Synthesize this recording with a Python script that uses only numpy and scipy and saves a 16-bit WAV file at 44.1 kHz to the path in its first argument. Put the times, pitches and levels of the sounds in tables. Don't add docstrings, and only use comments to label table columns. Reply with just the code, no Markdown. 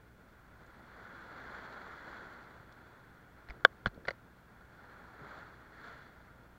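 import sys
import numpy as np
from scipy import signal
from scipy.fft import rfft, irfft, next_fast_len
from scipy.io import wavfile
from scipy.ndimage import map_coordinates

SR = 44100
rng = np.random.default_rng(int(sys.argv[2]) if len(sys.argv) > 2 else 0)


def to_wav(sig):
    pcm = np.clip(np.atleast_2d(sig), -1, 1) * 32767
    pcm = np.round(pcm).astype(np.int16)
    wavfile.write(sys.argv[1], SR, pcm.T)


N = 290178
TOP_HZ = 15800

# (frequency [Hz], relative level [dB])
RUB_TONE = [(80, -4.5), (500, 1), (1000, 1), (1700, 4), (2600, -11.5), (4400, -9.5), (5500, -23.5),
            (7200, -26.5), (8000, -42), (15000, -46.5)]


def amp(db):
    return 10 ** (np.asarray(db) / 20)


def unit(x):
    return x / np.sqrt(np.mean(x ** 2) + 1e-20)


def along(points, hz):
    frequencies, levels = np.transpose(points)
    return np.interp(np.log(hz + 1), np.log(frequencies + 1), levels)


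def wobble(rate):
    return map_coordinates(rng.standard_normal(int(N * rate / SR) + 4), [np.arange(N) * rate / SR])


def swell(s, db, rise, fall, round_s):
    t = np.arange(N) / SR - s
    return amp(db - np.where(t < 0, rise, fall) * (np.hypot(t, round_s) - round_s))


def filtered(x, response):
    size = next_fast_len(len(x) + 8192)
    return irfft(rfft(x, size) * response(np.fft.rfftfreq(size, 1 / SR)), size)[:len(x)]


def band(x, lo_hz, hi_hz):
    return unit(filtered(x, lambda hz: ((1 + (lo_hz / (hz + 1)) ** 12) * (1 + (hz / hi_hz) ** 12)) ** -.5))


def add(track, s, sound):
    part = track[round(s * SR):][:len(sound)]
    part += sound[:len(part)]


def through_case(x, tone):
    # (centre [Hz], width [Hz], boost [dB])
    peaks = [(1416, 110, 7.5), (1612, 97, 4), (3424, 120, 7), (4123, 130, 3), (4406, 180, 3),
             (5800, 190, 4), (7300, 340, 4)]
    boost = lambda hz: sum(db * np.exp(-((hz - centre) / width) ** 2) for centre, width, db in peaks)
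    return filtered(x, lambda hz: amp(along(tone, hz) + boost(hz)))


def bubbles(per_s, spread_db, pops_db):
    # (frequency [Hz], relative level [dB])
    water_tone = [(60, -3.5), (250, 0.5), (700, 0.5), (1200, 1.5), (1800, -1), (2200, -7.5), (2600, -19),
                  (3100, -19.5), (4500, -22), (5300, -33.5), (7200, -34.5), (8200, -50), (16000, -64.5)]
    pops = (rng.random(N) < per_s / SR) * rng.choice([-1, 1], N)
    pops = pops * amp(spread_db * rng.standard_normal(N))
    return through_case(rng.standard_normal(N) + amp(pops_db) * unit(pops), water_tone)


def surf():
    # (crest time [s], wash level [dB], rise [dB/s], fall [dB/s], spray relative to wash [dB])
    waves = [(1.06, -59, 19, 30, -7), (1.55, -49.5, 19.5, 20, -13.5), (2.14, -52, 17, 22.5, -7.5),
             (2.90, -62.5, 93, 73, -13), (3.55, -63.5, 12, 13.5, -13), (5.00, -58.5, 19, 49, -14.5),
             (5.299, -50.5, 66, 40.5, -15.5), (5.889, -53.5, 65, 56.5, -2.5), (6.27, -65.5, 26, 14, -13)]
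    lapping_db, full_wave_db = -70.5, -49.5
    foam_lag_s = .01
    t = np.arange(N) / SR
    powers = np.array([swell(s, db, rise, fall, round_s=.025) ** 2 for s, db, rise, fall, _ in waves])
    wash_db = 10 * np.log10(powers.sum(axis=0) + amp(lapping_db) ** 2)
    spray_db = 10 * np.log10(sum(power * amp(wave[-1]) ** 2 for power, wave in zip(powers, waves)))
    slosh_db = -54.5 + 0.81 * (wash_db - full_wave_db)
    foam_db = -66.5 + np.interp(t - foam_lag_s, t, wash_db) - full_wave_db
    foam_db = 20 * np.log10(np.hypot(amp(foam_db), amp(spray_db - 12.5)))
    churn_db = 0.24 * wobble(34) + 0.81 * wobble(70)
    slosh = band(bubbles(per_s=370, spread_db=1.5, pops_db=-6.5), 150, 950)
    wash = band(bubbles(per_s=900, spread_db=3.5, pops_db=-5.5), 950, 2600)
    foam = band(bubbles(per_s=900, spread_db=4.5, pops_db=-3.5), 3000, 12000)
    spray = band(bubbles(per_s=680, spread_db=4, pops_db=-3.0), 1700, 2100)
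    return (slosh * amp(slosh_db + churn_db + 0.94 * wobble(25))
            + wash * amp(wash_db + churn_db + 0.46 * wobble(30))
            + spray * amp(spray_db + churn_db)
            + foam * amp(foam_db + churn_db + .5 * wobble(40)))


def open_sea():
    # (frequency [Hz], relative level [dB])
    sea_tone = [(20, -2.5), (60, 3.5), (130, 1), (250, -4), (500, -9.5), (1100, -15.5), (1700, -19),
                (2200, -18), (2700, -25), (4500, -35.5), (5500, -42.5), (9000, -57)]
    return unit(through_case(rng.standard_normal(N), sea_tone)) * amp(-62.5 + 0.46 * wobble(9))


def electronics():
    # (frequency [Hz], average level [dB])
    hum_tones = [(60, -70), (120, -71.5), (180, -74.5), (240, -77.5)]
    # (frequency [Hz], relative level [dB])
    hiss_tone = [(100, -2), (3000, 0), (6000, -1.5), (11000, -4.5), (13500, -1.5), (15700, .5)]
    t = np.arange(N) / SR
    hum = sum(np.sqrt(2) * amp(db + 0.88 * wobble(6.1)) * np.sin(2 * np.pi * hz * t + .5 * wobble(4.4))
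              for hz, db in hum_tones)
    hiss = unit(filtered(rng.standard_normal(N), lambda hz: amp(along(hiss_tone, hz))))
    return hum + amp(-76.5) * hiss


def reel_ticks():
    # (time [s], level [dB], rough pitch [Hz])
    ticks = [(.665, -63.5, 6000), (2.7238, -60, 5400), (3.945, -65, 4800)]
    fade_s = 0.025
    track, t = np.zeros(N), np.arange(SR // 20) / SR
    for s, db, hz in ticks:
        noise = band(through_case(rng.standard_normal(len(t)), RUB_TONE), 0.71 * hz, 1.6 * hz)
        add(track, s, noise * amp(db - 60 * t / fade_s))
    return track


def gurgles():
    # (time [s], level [dB], starting pitch [Hz], pitch rise [Hz/s], time to fall 60 dB [s])
    air_pockets = [(2.594, -42, 115, 300, 0.081), (5.215, -45.5, 115, 1300, 0.17),
                   (5.233, -44, 386, 1500, 0.066)]
    track, t = np.zeros(N), np.arange(SR // 4) / SR
    for s, db, hz, rise, fade_s in air_pockets:
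        volume = amp(db - 60 * t / fade_s) * (1 - np.exp(-t / 0.0058))
        add(track, s, volume * np.sin(2 * np.pi * (hz * t + rise * t * t / 2)))
    return track


def glove():
    # (peak time [s], level [dB], rise [dB/s], fall [dB/s])
    strokes = [(3.55, -60.5, 152, 59.5), (3.985, -57, 130.5, 90)]
    volume = sum(swell(s, db, rise, fall, round_s=.008) for s, db, rise, fall in strokes)
    return band(rng.standard_normal(N), 70, 510) * volume * amp(1.5 * wobble(56))


def finger_touches():
    # (time [s], snap level [dB], hardness [Hz], pitch factor [ratio], rub level [dB])
    touches = [ (3.4869, -42.5, 6000, 1.23, -45.5), (3.4990, -41.5, 9000, 1.5, -50),
               (3.5052, -37, 3000, 1.38, -44), (3.6492, -1.5, 12000, 1.0, -40),
               (3.8591, -16, 3000, 0.98, -34), (3.866, -36, 3000, 1.0, -27),
               (4.0516, -40.5, 3000, 1.1, -43), (4.0725, -42, 5000, 1.4, -40),
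               (4.0808, -28, 1200, 0.98, -53), (4.084, -20, 7000, 1.284, -32),
               (4.0878, -27.5, 2000, 0.97, -45), (4.1062, -30.5, 9000, 1.32, -38.5)]
    # (frequency before the grip shifts it [Hz], width [Hz], relative level [dB])
    case_tones = [(440, 264, -14), (520, 106, -6), (700, 124, -12), (1135, 85, -7), (1425, 135, -2),
                  (1595, 150, 0), (2250, 200, -17), (3066, 130, -17), (3475, 157, -11), (4400, 650, -23),
                  (5400, 250, -31), (6900, 500, -30)]
    rub_fade_s, crack_rise_s = .034, .0006
    track, t = np.zeros(N), np.arange(SR // 6) / SR
    wall = signal.butter(4, 7000, fs=SR, output="sos")
    crack_shape = (t / crack_rise_s * np.exp(1 - t / crack_rise_s)) ** 2
    for s, snap_db, hard_hz, pitch, rub_db in touches:
        ring = sum((-1) ** k * width * amp(db) / np.hypot(1, hz * pitch / hard_hz)
                   * np.exp(-np.pi * width * t) * np.sin(2 * np.pi * hz * pitch * t)
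                   for k, (hz, width, db) in enumerate(case_tones))
        ring = signal.sosfilt(wall, ring * (1 - np.exp(-t / 0.00058)))
        snap = amp(snap_db) * ring / np.abs(ring).max()
        rub = unit(through_case(rng.standard_normal(len(t)), RUB_TONE))
        rub *= amp(rub_db - 60 * t / rub_fade_s) * (1 - np.exp(-t / 0.0027))
        crack = rng.standard_normal(len(t)) * crack_shape
        crack *= amp(-47 + .45 * snap_db) / np.hypot(1, TOP_HZ / hard_hz)
        add(track, s, snap + rub + crack)
    return track


def mount_thuds():
    # (frequency [Hz], relative level [dB], time to fall 60 dB [s])
    mount_tones = [(48.1, 0, .16), (114, -1, 0.051), (179, -2.5, 0.052), (536, 0.5, 0.03)]
    # (time [s], level [dB], frequency stirred most [Hz])
    pushes = [(3.496, -38.5, 45), (3.859, -26, 298), (3.8687, -25.5, 114), (3.976, -34, 280),
              (4.082, -26.5, 350), (4.1075, -33, 650)]
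    track, t = np.zeros(N), np.arange(SR // 4) / SR
    for s, push_db, push_hz in pushes:
        rocking = sum(amp(db - 60 * t / fade_s) * np.sin(2 * np.pi * hz * t)
                      / (1 + (hz / push_hz - push_hz / hz) ** 2)
                      for hz, db, fade_s in mount_tones)
        add(track, s, amp(push_db) * rocking * (1 - np.exp(-t / 0.00072)))
    return track


def scene():
    water = surf() + gurgles() + open_sea()
    handling = finger_touches() + glove() + mount_thuds() + reel_ticks()
    return (water + handling + electronics())[None]


def record(dry):
    return np.array([filtered(channel, lambda hz: hz < TOP_HZ) for channel in dry])


dry = scene()
out = record(dry)
to_wav(out)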